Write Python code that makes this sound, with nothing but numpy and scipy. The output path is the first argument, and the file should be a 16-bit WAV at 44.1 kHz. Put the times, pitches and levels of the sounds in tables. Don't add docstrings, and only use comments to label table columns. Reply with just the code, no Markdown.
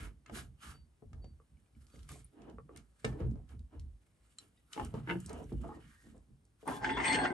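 import sys
import numpy as np
from scipy import signal
from scipy.fft import rfft, irfft, next_fast_len
from scipy.io import wavfile
from scipy.ndimage import uniform_filter1d

SR = 44100
rng = np.random.default_rng(int(sys.argv[2]) if len(sys.argv) > 2 else 0)


def put_to_file(sound):
    columns = np.atleast_2d(sound).T
    safe = np.clip(columns, -1, 1)
    whole_steps = np.round(safe * 32767)
    wavfile.write(sys.argv[1], SR, whole_steps.astype(np.int16))


def to_linear_factor(level_db):
    exponent = np.asarray(level_db, float) / 20
    return 10 ** exponent


N = 323252

# pitch [Hz], likeness [0 to 1].
LIKENESS = [(50, 0.96), (130, 0.86), (270, 0.78), (600, 0.16), (1500, 0.13), (3000, 0.071), (6000, 1),
            (12000, 0.85)]
# pitch [Hz], width [Hz], level [dB].
BENCH_FRAME = [(53, 17.3, 2), (81.5, 20, -1.5)]
# pitch [Hz], width [Hz], level [dB].
BENCH_PANEL = [(126, 14, 2.5), (147, 21, 2), (197, 28, -12), (225.7, 59, -0.5)]
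# pitch [Hz], width [Hz], level [dB].
WOOD_MID = [(720, 70, -3), (860, 60, 0), (990, 80, -2), (1230, 80, 0)]
# pitch [Hz], width [Hz], level [dB].
STEEL_LOW = [(212, 26, -23), (270, 27, -2.5), (361, 11, -11), (409, 62, -10.5), (715, 15, -7),
             (802, 190, -13.5), (869.4, 13, -5), (1045, 33, -9)]
# pitch [Hz], width [Hz], level [dB].
STEEL_HIGH = [(1508, 30, -6), (1595, 38, 2.5), (1810, 53, 4.5), (2002, 18, -3), (2074, 80, 1),
              (2175, 9.1, -4.5), (2460, 63, -6.5), (2731, 18, -6), (3025, 116, -7), (3412, 70, -1),
              (4570, 89, -11), (5010, 230, -22), (5930, 70, -24), (6200, 3700, -24.5)]
DRAG_RISE_DB_PER_S, DRAG_FALL_DB_PER_S = 696.5, 264


def rms_one(x):
    return x / np.sqrt(np.mean(x ** 2) + 1e-20)


def at_hz(points, hz):
    curve = np.array(points)
    return np.interp(np.log(hz), np.log(curve[:, 0]), curve[:, 1])


def in_time(*tables):
    s, *columns = np.transpose(np.concatenate(tables))
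    t = np.arange(N) / SR
    return [to_linear_factor(np.interp(t, s, c, left=-120, right=-120)) for c in columns]


def drift(per_s):
    return np.interp(np.arange(N) * per_s / SR, np.arange(500), rng.standard_normal(500))


def efforts(rows, rise_db_per_s, fall_db_per_s):
    t = np.arange(0, N + 40, 40) / SR
    power = 0
    for start, hold, *db in rows:
        before = (start - t).clip(0)
        after = (t - start - hold).clip(0)
        power = power + to_linear_factor(np.c_[db] - rise_db_per_s * before - fall_db_per_s * after) ** 2
    return np.array([np.interp(np.arange(N) / SR, t, gain) for gain in np.sqrt(power)])


def spread(pair, hz):
    alike = np.clip(at_hz(LIKENESS, hz), 0, 1)
    return np.sqrt((1 + alike) / 2) * pair[0] + np.sqrt((1 - alike) / 2) * pair[1] * [[1], [-1]]


def resonate(x, hz, width_hz):
    r = np.exp(-np.pi * width_hz / SR)
    w = 2 * np.pi * hz / SR
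    return signal.lfilter([0, np.sin(w)], [1, -2 * r * np.cos(w), r * r], x + 1e-18)


def voice(pair, hz, wide, turn):
    mid, side = resonate(pair, hz, wide)
    late = np.roll(mid, int(SR / hz / 4))
    return spread([mid, 0.65 * side + 0.55 * turn * late], hz)


def grains(per_s, uneven_db):
    sizes = to_linear_factor(uneven_db * np.minimum(rng.exponential(1, (2, N)), 5))
    sizes = sizes * rng.choice([-1, 1], (2, N))
    return rms_one(sizes * (rng.random((2, N)) < per_s / SR))


def rubbed(slips, modes, gain, wander_db, wander_per_s=10, near_hz=None):
    hz, wide, db = np.transpose(modes)
    shares = np.array([to_linear_factor(level + wander_db * drift(wander_per_s)) for level in db])
    shares *= np.sqrt(np.c_[wide])
    if near_hz is not None:
        octaves = np.log2(np.c_[hz] / near_hz)
        shares *= to_linear_factor(8.5 * np.exp(-(octaves / 0.086) ** 2))
    shares /= np.sqrt(np.sum(shares ** 2, axis=0))
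    even = np.sqrt(4 * np.pi * wide / SR)
    out = 0
    for k in range(len(hz)):
        own = np.roll(slips, k * 777, axis=1)
        out = out + voice(own * gain * shares[k] * even[k], hz[k], wide[k], (-1) ** k)
    return out


def banded(pair, spectrum, patchy_db=0):
    bottom, top = spectrum[0][0], spectrum[-1][0]
    edges = np.geomspace(bottom, top, int(2 * np.log2(top / bottom)) + 3)
    out = 0
    for k, (low, high) in enumerate(zip(edges, edges[1:])):
        middle = np.sqrt(low * high)
        sos = signal.butter(2, [low, high], "band", fs=SR, output="sos")
        band = signal.sosfilt(sos, np.roll(pair, k * 999, axis=1))
        out = out + to_linear_factor(at_hz(spectrum, middle) + patchy_db * drift(9.2)) * spread(band, middle)
    return rms_one(out)


def strike(s, levels_db, modes, soft_hz, contact_s, click=.55):
    out, at = 0, np.round(np.asarray(s) * SR).astype(int)
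    soft = signal.butter(2, soft_hz, fs=SR)
    fade = np.exp(-1 / (contact_s * SR))
    rattle = grains(8000, 1.5) * np.sqrt(1 - fade ** 2)
    for k, (hz, wide, db) in enumerate(modes):
        clicks = np.zeros(N)
        clicks[at] = to_linear_factor(levels_db + db + 2.5 * rng.standard_normal(len(at)))
        contact = 1.1 * signal.lfilter([1], [1, -fade], clicks + 1e-18) * rattle + click * clicks
        out = out + voice(signal.lfilter(*soft, contact), hz, wide, (-1) ** k)
    return out


def struck(rows, modes):
    out = np.zeros((2, N + SR))
    for s, db, tilt in rows:
        i = round(s * SR)
        for hz, level, t60 in modes:
            t = np.arange(int(min(t60, .9) * SR)) / SR
            luck, left, right = rng.standard_normal(3)
            lean = np.c_[[left, right]] * (1 - np.clip(at_hz(LIKENESS, hz), 0, 1))
            ring = np.sin(2 * np.pi * hz * t + lean) * np.minimum(2 * t * hz, 1)
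            decay = to_linear_factor(db + level + tilt * np.log2(hz / 1000) + 1.5 * luck - 60 * t / t60)
            out[:, i:i + len(t)] += ring * decay
    return out[:, :N]


def burst(s, db, hz, t60, ring_share, overtone=0):
    t = np.arange(int(.16 * SR)) / SR
    band = signal.butter(2, [hz * 0.57, min(hz * 2.94, 10500)], "band", fs=SR)
    noise = rms_one(signal.lfilter(*band, rng.standard_normal((2, len(t)))))
    crack = spread(noise, hz) * (to_linear_factor(-60 * t / 0.016) + 0.22 * to_linear_factor(-60 * t / 0.17))
    ring = np.sin(2 * np.pi * hz * t) + .5 * np.sin(2 * np.pi * overtone * hz * t)
    ring = ring * to_linear_factor(-60 * t / t60)
    out = (ring_share * ring + (1 - ring_share) * crack) * to_linear_factor(db) * np.minimum(t / 0.0007, 1)
    i = round(s * SR)
    return slice(i, i + len(t)), out[:, :N - i]


def bursts(rows, cycles, ring_share, overtone=1.3):
    out = np.zeros((2, N))
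    for s, db, hz in rows:
        where, sound = burst(s, db, hz, cycles / hz, ring_share, overtone)
        out[:, where] += sound
    return out


def knocks():
    # start in seconds, body peak in dB, bench thud over it in dB, hardness in dB.
    dull = [
        (1.023, -48.5, -13, -42),
        (1.243, -47, 3, -1),
        (3.203, -41, -5, -5),
        (3.356, -50.5, 14, -5),
        (4.94, -38.5, -0.5, -2.5),
        (5.521, -61, 10, -12),
        (6.629, -46.5, -24, -12),
    ]
    hollow = [
        (.296, -53.5, -4, 12),
        (1.131, -64.5, 12, 18),
        (4.764, -41.5, -26, -21),
        (4.776, -48, -15, 9),
        (4.797, -38, -19, 6.5),
    ]
    sharp = [
        (1.94, -59.5, 10, -26),
        (3.048, -35.5, 0, 9),
    ]
    dull_db = (-21.5, -28, -22)
    hollow_db = (0, -11, -34.5)
    sharp_db = (-15, -7.5, -24)
    hard_gain = (0.17, 0.55, 1.63)
    # pitch in Hz, width in Hz, level in dB.
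    wood_body = [(340, 50, -2), (430, 45, 0), (540, 70, -4)]
    # pitch in Hz, width in Hz, level in dB.
    wood_high = [(1600, 90, 0), (1760, 100, -1), (2150, 110, 0), (2800, 130, -1)]
    s, db, thud, hard = np.transpose(dull + hollow + sharp)
    kind = [dull_db] * len(dull) + [hollow_db] * len(hollow) + [sharp_db] * len(sharp)
    mid, high, crack = np.transpose(kind) + np.outer(hard_gain, hard)
    wood = strike(s, db - 2.5, wood_body, soft_hz=1400, contact_s=0.0066)
    wood += strike(s, db + mid, WOOD_MID, soft_hz=2500, contact_s=.003)
    wood += strike(s, db + high + 3, wood_high, soft_hz=4500, contact_s=.004)
    for at, level in zip(s, db + crack):
        where, sound = burst(at, level + 7.0, 2500, .02, ring_share=0.018)
        wood[:, where] += sound
    thuds = strike(s, db + thud - 8.5, BENCH_FRAME + BENCH_PANEL, soft_hz=596, contact_s=0.00045)
    return wood, thuds


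def seating():
    # start in seconds, peak in dB, tilt in dB per octave.
    blows = [
        (3.0445, -37.5, -3.5),
        (3.047, -38.5, 1.5),
        (3.051, -46, -8.5),
        (3.064, -59, -4),
        (3.126, -58, -4),
    ]
    # pitch in Hz, level in dB, t60 in seconds.
    seated = [(123, -20.5, .12), (217, -3.5, 0.25), (429, 5.5, 0.048), (810, -4.5, 0.04), (1006, -4, 0.037),
              (1274, 2, 0.046), (1772, -0.5, 0.091), (2310, 1.5, 0.048), (2880, -19, .05),
              (3770, -6, 0.036), (4350, -14, 0.031), (4980, -6, 0.04), (8300, -10, 0.038)]
    return struck(blows, seated)


def gripping():
    # start in seconds, peak in dB, tilt in dB per octave.
    jerks = [
        (5.074, -45, -1.5),
        (5.087, -43.5, -4.5),
        (5.0935, -39, 1.5),
        (5.099, -36, 2.5),
        (5.11, -40, 5.5),
        (5.122, -44.5, -5.5),
        (5.155, -47.5, -7),
    ]
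    # pitch in Hz, level in dB, t60 in seconds.
    gripped = [(184, -6.5, 0.25), (338, 3, 0.082), (915, -5, 0.074), (1500, 4.5, 0.027), (1690, -1, 0.051),
               (2067, -0.5, 0.054), (2170, -11, 0.055), (2630, -16.5, 0.099), (2750, -9.5, 0.096),
               (2910, -12.5, 0.073), (3560, -22, .06)]
    return struck(jerks, gripped)


def latch():
    # start in seconds, peak in dB, tilt in dB per octave.
    snaps = [
        (4.3853, -48, 0),
        (4.388, -56, 0),
    ]
    # pitch in Hz, level in dB, t60 in seconds.
    latch_modes = [(1300, -9, 0.023), (2025, -21, .07), (3180, -7, 0.032), (4017, 1, 0.044),
                   (4080, -7.5, 0.084), (4400, -10, 0.04), (5570, -14, 0.081), (7360, -4, 0.044),
                   (7560, 9, 0.02), (8670, -3.5, 0.037)]
    return struck(snaps, latch_modes)


def edge_taps():
    # start in seconds, peak in dB, tilt in dB per octave.
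    taps = [
        (2.584, -46, -4.5),
        (2.6925, -53.5, -7),
        (3.1, -60, -3),
        (5.652, -63, -14),
        (1.4, -63, -7),
    ]
    # pitch in Hz, level in dB, t60 in seconds.
    edge_modes = [(460, -3, 0.054), (865, -11, 0.037), (1163, 2.5, 0.038), (1300, -6, 0.047),
                  (1770, -11, 0.023), (2500, -15.5, 0.041)]
    return struck(taps, edge_modes)


def rocking():
    # start in seconds, peak in dB, tilt in dB per octave.
    rocks = [
        (3.203, -23, 3.5),
        (3.215, -41.5, -2.5),
        (3.2505, -20, 8),
        (3.264, -49.5, -2.5),
        (3.32, -66, 1),
        (5.521, -23, 7.5),
        (5.535, -44, -2),
        (5.6, -37, 5),
        (4.942, -34, 8),
    ]
    # pitch in Hz, level in dB, t60 in seconds.
    bench_top = [(60.8, 4, 0.29), (76.7, -0.5, 0.26), (139.4, 0, 0.11), (226, -7.5, 0.12), (286, -13, 0.11),
                 (347, -6, 0.068), (441, -14.5, 0.092)]
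    return struck(rocks, bench_top)


def handling():
    # start in seconds, peak in dB, pitch in Hz.
    touches = [(.262, -55, 2080), (1.57, -70, 2290), (1.66, -74, 2400), (1.75, -68, 2300),
               (4.777, -37, 849), (4.812, -41.5, 810), (4.832, -51, 867), (4.941, -45, 898),
               (5.642, -42, 680), (5.689, -42.5, 844), (5.706, -50, 875), (6.07, -52, 226.7),
               (6.145, -61, 505)]
    return bursts(touches, cycles=70, ring_share=0.92)


def settling():
    # start in seconds, peak in dB, pitch in Hz.
    light_taps = [
        (1.958, -58, 2130),
        (1.991, -60, 3150),
        (2.114, -50, 1196),
        (2.157, -54, 710),
        (5.52, -36, 229.4),
        (5.0, -51, 850),
        (5.73, -53, 895),
    ]
    # start in seconds, hold in seconds, level in dB.
    creaks = [
        (5.73, .03, -67.5),
        (5.85, .22, -73.5),
    ]
    # pitch in Hz, width in Hz, level in dB.
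    creak_rings = [(1095, 87, -5), (1840, 29, -3)]
    effort = efforts(creaks, DRAG_RISE_DB_PER_S, DRAG_FALL_DB_PER_S)[0]
    creaking = rubbed(grains(2000, 2.9), creak_rings, effort, wander_db=9.0)
    return creaking + bursts(light_taps, cycles=40.0, ring_share=1.0, overtone=1.5)


def bar_slide():
    # time in seconds, pressure as grind in dB, speed as bite in dB.
    bar_motion = [
        [(6.655, -52, -100), (6.68, -34.5, -48.5), (6.798, -49, -58.5), (6.83, -42, -45.5)],
        [(6.843, -36, -42.5), (6.929, -38.5, -46.5), (7.03, -38.5, -43), (7.05, -39.5, -32),
         (7.156, -33.5, -29.5), (7.19, -34, -36), (7.25, -32, -36), (7.29, -41, -52), (7.33, -42, -68)],
    ]
    # time in seconds, pitch of the loudest modes in Hz.
    bearing_points = [(6.84, 1600), (6.88, 1840), (6.96, 1900), (7.06, 2010), (7.12, 2010), (7.15, 1740),
                      (7.2, 1600), (7.26, 1470), (7.33, 1500)]
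    grind, bite = in_time(*bar_motion)
    bearing = np.interp(np.arange(N) / SR, *np.transpose(bearing_points))
    slide = rubbed(grains(1500, 3.05), STEEL_LOW, grind, wander_db=5.5, wander_per_s=30, near_hz=bearing / 2)
    ragged_bite = bite * to_linear_factor(2.0 * drift(45))
    slide += rubbed(grains(2000, 2.84), STEEL_HIGH, ragged_bite, wander_db=5.5, wander_per_s=35,
                    near_hz=bearing)
    return signal.sosfilt(signal.butter(2, 8600, fs=SR, output="sos"), slide)


def bar_jolts():
    # start in seconds, peak of the high modes in dB, peak of the low modes in dB.
    jolts = [
        (6.6777, -31.5, -26),
        (6.8448, -22.5, -36),
        (6.891, -20.5, -36),
        (6.9708, -22, -25),
        (7.0005, -21.5, -41),
        (7.0473, -32, -31),
        (7.141, -31, -40),
        (7.191, -26.5, -23),
        (7.2517, -18, -29),
    ]
    # start in seconds, peak in dB.
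    landing = (7.3045, -27)
    s, db, low_db = np.transpose(jolts)
    out = strike(s, db - 16.5, STEEL_HIGH, soft_hz=3000, contact_s=0.016, click=.2)
    out += strike(s, low_db - 19.0, STEEL_LOW[4:], soft_hz=1500, contact_s=0.01, click=0.15)
    return out + strike([landing[0]], landing[1], STEEL_LOW[1:3], soft_hz=496, contact_s=0.0062)


def bar_squeal():
    # start in seconds, hold in seconds, level in dB.
    catches = [
        (6.86, 0.2, -64),
        (7.045, 0.073, -44),
    ]
    # pitch in Hz, width in Hz, level in dB.
    squeal_modes = [(8160, 68, 16), (8380, 90, -11)]
    squeal = efforts(catches, rise_db_per_s=599, fall_db_per_s=356)[0]
    whistle = rubbed(grains(3000, 4.6), squeal_modes, squeal, wander_db=-4.0, wander_per_s=30)
    whistle *= to_linear_factor(1.6 * drift(44))
    return signal.sosfilt(signal.butter(2, [7900, 8700], "band", fs=SR, output="sos"), whistle)


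def song(rows):
    s, hz, db = np.transpose(rows)
    pitch = np.interp(np.arange(N) / SR, s, hz) * (1 + .003 * drift(60))
    phase = 2 * np.pi * np.cumsum(pitch) / SR
    flutter = to_linear_factor(2.0 + 4.5 * drift(65))
    gain = uniform_filter1d(in_time(np.c_[s, db])[0], size=200) * flutter
    return gain * spread([np.sin(phase), -np.cos(phase)], hz[0])


def bar_songs():
    # time in seconds, pitch in Hz, level in dB.
    song_high = [
        (7.04, 8280, -60),
        (7.088, 8300, -34.5),
        (7.325, 8200, -68),
    ]
    song_mid = [
        (7.065, 4250, -49),
        (7.105, 4280, -42.5),
        (7.3, 4200, -63.5),
    ]
    song_low = [
        (6.83, 832, -46.5),
        (7.008, 929, -41),
        (7.27, 817, -39),
    ]
    return to_linear_factor(-1.0) * song(song_high) + song(song_mid) + song(song_low)


def bar_chatter():
    # start in seconds, peak in dB, pitch in Hz.
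    contacts = [(6.668, -44, 1097), (6.677, -31.5, 890), (6.692, -39, 1063), (6.715, -35, 1000),
                (6.8445, -23, 1607), (6.851, -25.5, 1630), (6.893, -31.5, 2050), (6.971, -30, 998),
                (6.98, -31, 1040), (7.0, -33, 894), (7.053, -27, 2040), (7.081, -24, 3440),
                (7.11, -33, 2060), (7.14, -35, 1810), (7.187, -30, 2050), (7.19, -35, 768),
                (7.215, -36.5, 760), (7.254, -25, 1440), (7.303, -32, 1550)]
    return bursts(contacts, cycles=63, ring_share=0.91)


def dragging():
    # start in seconds, hold in seconds, level in dB.
    drags = [(0, 0.084, -60), (.3, 0.025, -58.5), (.37, 0.0051, -50), (.64, 0.11, -70),
             (1.14, 0.094, -68.5), (1.24, 0.016, -78), (1.95, 0.013, -66), (2.11, 0.054, -61.5),
             (2.4, 0.11, -55.5), (2.7, 0.054, -59.5), (3.07, 0.15, -50), (3.205, 0.015, -43.5),
             (2.345, 0.046, -61.5), (3.35, 0.054, -63), (3.51, 0.018, -66.5), (3.73, 0.018, -60),
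             (4.41, 0.039, -71), (4.78, 0.042, -44), (4.945, 0.029, -48.5), (5.1, 0.0064, -41.5),
             (5.3, 0.12, -50), (5.52, 0.012, -57), (5.64, 0.12, -50.5), (6.05, 0.012, -65),
             (6.14, 0.045, -67)]
    # start in seconds, hold in seconds, level in dB.
    scuffs = [
        (2.595, 0.01, -79),
        (2.7, 0.017, -79),
        (4.78, 0.034, -56.5),
        (5.3, 0.034, -55.5),
        (5.64, 0.084, -57.5),
    ]
    # pitch in Hz, width in Hz, level in dB.
    jaw_pads = [(301, 66, 6), (440, 39, 5.5), (704, 120, -5.5), (850, 520, -9.5)]
    drag = efforts(drags, DRAG_RISE_DB_PER_S, DRAG_FALL_DB_PER_S)[0] * to_linear_factor(2.0 * drift(60))
    scuff = efforts(scuffs, DRAG_RISE_DB_PER_S, DRAG_FALL_DB_PER_S)[0]
    wood = rubbed(grains(1800, 2.88), jaw_pads, drag, wander_db=3.0)
    return wood + rubbed(grains(900, 3.9), WOOD_MID, scuff, wander_db=4.0)


def skin_and_sleeve():
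    # start in seconds, hold in seconds, coarse level in dB, fine level in dB.
    strokes = [(0, 0.053, -54, -60.5), (.285, 0.006, -61.5, -80), (.355, 0.038, -48.5, -49.5),
               (.63, 0.084, -54, -58.5), (1.95, 0.11, -77, -76), (2.118, 0.0065, -64.5, -59.5),
               (2.38, 0.13, -72.5, -92), (2.77, 0.0078, -64, -90), (3.065, 0.018, -56.5, -68),
               (3.2, 0.017, -66, -81), (3.5, 0.023, -69, -74.5), (3.73, 0.031, -76.5, -89),
               (4.41, 0.024, -72, -71.5), (4.73, 0.13, -61, -66), (4.95, 0.043, -72, -74),
               (5.1, 0.0088, -45.5, -64), (5.3, 0.067, -63, -102), (5.64, 0.058, -76, -80),
               (5.81, 0.043, -71, -82), (5.88, 0.069, -69, -72.5), (6.0, 0.097, -76, -76),
               (6.615, 0.011, -71, -71), (6.68, 0.086, -59, -55.5)]
    # time in seconds, level in dB.
    fidget = [(0, -74), (.23, -126), (1.69, -87.5), (1.96, -72), (2.065, -84), (2.1, -61.5), (2.25, -79.5),
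              (2.5, -99), (3.02, -78.5), (3.13, -72), (3.6, -108), (4.3, -80.5), (4.7, -85), (4.9, -77),
              (5.25, -66.5), (5.6, -74), (5.95, -80), (6.15, -78.5), (6.3, -100)]
    # pitch in Hz, width in Hz, level in dB.
    skin_modes = [(1300, 240, 1), (1650, 220, -2), (2250, 400, -7), (2950, 280, -3)]
    # pitch in Hz, level in dB per Hz.
    fine_spectrum = [(1760, -27.5), (3000, -25), (4180, -4.5), (4800, -20), (9120, -15), (10100, -25),
                     (11200, -7), (12400, -31), (22000, -120)]
    # pitch in Hz, level in dB per Hz.
    rustle_spectrum = [(1760, -33), (3000, -3), (5980, -6), (6730, -14.5), (9280, 4.5), (11200, -0.5),
                       (12400, -10.5), (22000, -120)]
    ragged_grip = to_linear_factor(0.89 * drift(43))
    rough, fine = efforts(strokes, rise_db_per_s=602, fall_db_per_s=339) * ragged_grip
    rustle = in_time(fidget)[0] * to_linear_factor(1.4 * drift(9.3) + 4.0 * drift(60))
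    skin = rubbed(grains(2500, 3.3), skin_modes, rustle * to_linear_factor(-2) + rough, wander_db=4.0)
    skin = signal.sosfilt(signal.butter(2, 1000, "high", fs=SR, output="sos"), skin)
    hiss = grains(12000, 3.1)
    return skin + fine * banded(hiss, fine_spectrum) + rustle * banded(hiss, rustle_spectrum, patchy_db=3.5)


def bench():
    # start in seconds, hold in seconds, deep shake in dB, panel shake in dB.
    pushes = [(0, 0.029, -45, -53.5), (.12, 0.044, -62, -65.5), (.31, 0.12, -52, -52),
              (.46, 0.05, -54.5, -59), (.65, 0.095, -52, -58.5), (.76, 0.0068, -52.5, -73),
              (1.05, 0.008, -49, -61), (1.13, 0.058, -44, -61.5), (1.27, 0.051, -58.5, -62.5),
              (1.52, 0.011, -56.5, -66.5), (1.77, 0.0075, -52, -61.5), (1.97, 0.036, -48.5, -58),
              (2.1, 0.08, -54.5, -57.5), (2.4, 0.2, -60.5, -60), (2.56, 0.034, -56, -62),
              (2.74, 0.042, -55, -59.5), (3.07, 0.033, -41, -44.5), (3.225, 0.045, -52, -38.5),
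              (3.33, 0.034, -44, -52), (3.52, 0.08, -46.5, -59.5), (3.76, 0.082, -43, -63.5),
              (4.8, 0.066, -45, -47.5), (4.95, 0.064, -58, -44.5), (5.12, 0.023, -50, -42),
              (5.25, 0.4, -48.5, -51.5), (5.53, 0.026, -62, -41), (5.63, 0.24, -63, -61),
              (6.05, 0.11, -59, -61), (6.3, 0.0051, -58.5, -59.5), (6.69, 0.87, -55.5, -51)]
    deep, panel = efforts(pushes, rise_db_per_s=501, fall_db_per_s=163.5)
    shake = rubbed(grains(400, 4.0), BENCH_FRAME, deep, wander_db=0.0)
    shake += rubbed(grains(300, 3.2), BENCH_PANEL, panel, wander_db=6.0)
    return signal.sosfilt(signal.butter(2, 420, fs=SR, output="sos"), shake)


def ticks():
    # start in seconds, peak in dB, pitch in Hz.
    metal_ticks = [(.2605, -50, 1300), (1.867, -57, 4460), (1.9, -63, 2500), (2.03, -55, 3220),
                   (2.09, -46, 1200), (2.762, -49, 2110), (2.775, -50.5, 3500), (1.9607, -58, 4530),
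                   (1.9914, -56, 2940), (2.4184, -58, 2530), (2.4975, -59, 2920), (3.491, -60, 3130),
                   (3.5927, -61, 3850), (3.7956, -52.5, 4240), (4.7316, -35.5, 3000), (5.2935, -44, 4180),
                   (3.311, -61.5, 4400), (5.525, -59, 3380), (4.7956, -64, 3640)]
    strap_ticks = [(.2627, -54, 6840), (2.0898, -39, 9100), (2.117, -37.5, 10800), (2.1594, -45, 9700),
                   (2.761, -44, 9100), (2.7722, -40, 8880), (4.848, -35, 8470), (5.202, -36.5, 11700),
                   (4.7283, -42, 8600), (5.2107, -50, 7440), (5.2606, -32, 8250), (5.17, -52, 9400),
                   (5.43, -65, 8600), (5.4411, -52.5, 5960), (6.011, -57, 9180), (6.1785, -59, 7850),
                   (5.3298, -38, 8300), (6.4514, -56.5, 8360)]
    clinks = [
        (2.2443, -46.5, 9420),
        (4.574, -71, 3750),
        (4.574, -77.5, 1960),
        (6.676, -38, 9120),
    ]
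    out = bursts(metal_ticks, cycles=62, ring_share=0.5)
    out += bursts(strap_ticks, cycles=67, ring_share=0.81)
    return out + bursts(clinks, cycles=250, ring_share=1)


def flywheel():
    # start in seconds, peak in dB, pitch in Hz.
    rings = [
        (0.736, -69.5, 4590),
        (1.216, -69, 4590),
        (1.915, -73.5, 4560),
    ]
    out = np.zeros((2, N))
    for s, db, hz in rings:
        where, sound = burst(s, db, hz, 1.0, ring_share=.97)
        size = sound.shape[1]
        fade_out = np.hanning(2 * size)[size:]
        out[:, where] += sound * fade_out * np.minimum(np.arange(size) / 400, 1)
    return out


def shop(x):
    t60_s, wall_cut_hz = 0.089, 2000
    size = next_fast_len(N + SR)
    w = 2 * np.pi * np.arange(size // 2 + 1) / size
    dull = np.exp(-2 * np.pi * wall_cut_hz / SR)
    wall = (1 - dull) / (1 - dull * np.exp(-1j * w))
    out = np.zeros((2, len(w)), complex)
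    for k, lag in enumerate((rng.uniform(0.0087, 0.028, 12) * SR).astype(int)):
        loop = to_linear_factor(-60 * lag / SR / t60_s) * wall * np.exp(-1j * w * lag)
        out[k % 2] += loop / (1 - loop) * (-1) ** (k // 2)
    return irfft(out * rfft(x.mean(axis=0), size), size)[:, :N]


def room_air():
    # pitch in Hz, level in dB per Hz.
    air_spectrum = [(18, -34.5), (30, 2.5), (76, -3.5), (262, -14.5), (505, -23), (3260, -35.5),
                    (6950, -39.5), (8730, -36), (10200, -30), (11200, -36), (12400, -66.5), (22000, -120)]
    return to_linear_factor(-70.5) * banded(rng.standard_normal((2, N)), air_spectrum)


def scene():
    wood, thuds = knocks()
    bodies = seating() + gripping() + latch() + edge_taps() + rocking()
    hits = wood + bodies + handling() + bar_chatter() + ticks() + flywheel()
    hands_and_bench = thuds + bench() + dragging() + skin_and_sleeve()
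    handle_bar = bar_slide() + bar_jolts() + bar_squeal() + bar_songs()
    close = hits + hands_and_bench * to_linear_factor([[-.7], [.7]]) + handle_bar * to_linear_factor([[.6], [-.6]])
    return close + settling() + to_linear_factor(-1) * shop(hits) + room_air()


def band_limit(x):
    return signal.sosfilt(signal.butter(12, 12570, fs=SR, output="sos"), x)


def record(dry):
    notch_hz, cutoff_hz = 10150, 12820
    x = np.array([dry[0], np.r_[0, dry[1, :-1]]])
    x = signal.sosfilt(signal.butter(6, 45, "high", fs=SR, output="sos"), x)
    notch = signal.butter(2, [notch_hz - 480, notch_hz + 480], "bandstop", fs=SR, output="sos")
    x = signal.sosfilt(notch, x)
    x = signal.sosfilt(signal.cheby2(10, 50, cutoff_hz, fs=SR, output="sos"), x)
    x = x * np.minimum(np.arange(N)[::-1] / 150, 1)
    return band_limit(x)


dry = scene()
out = record(dry)
put_to_file(out)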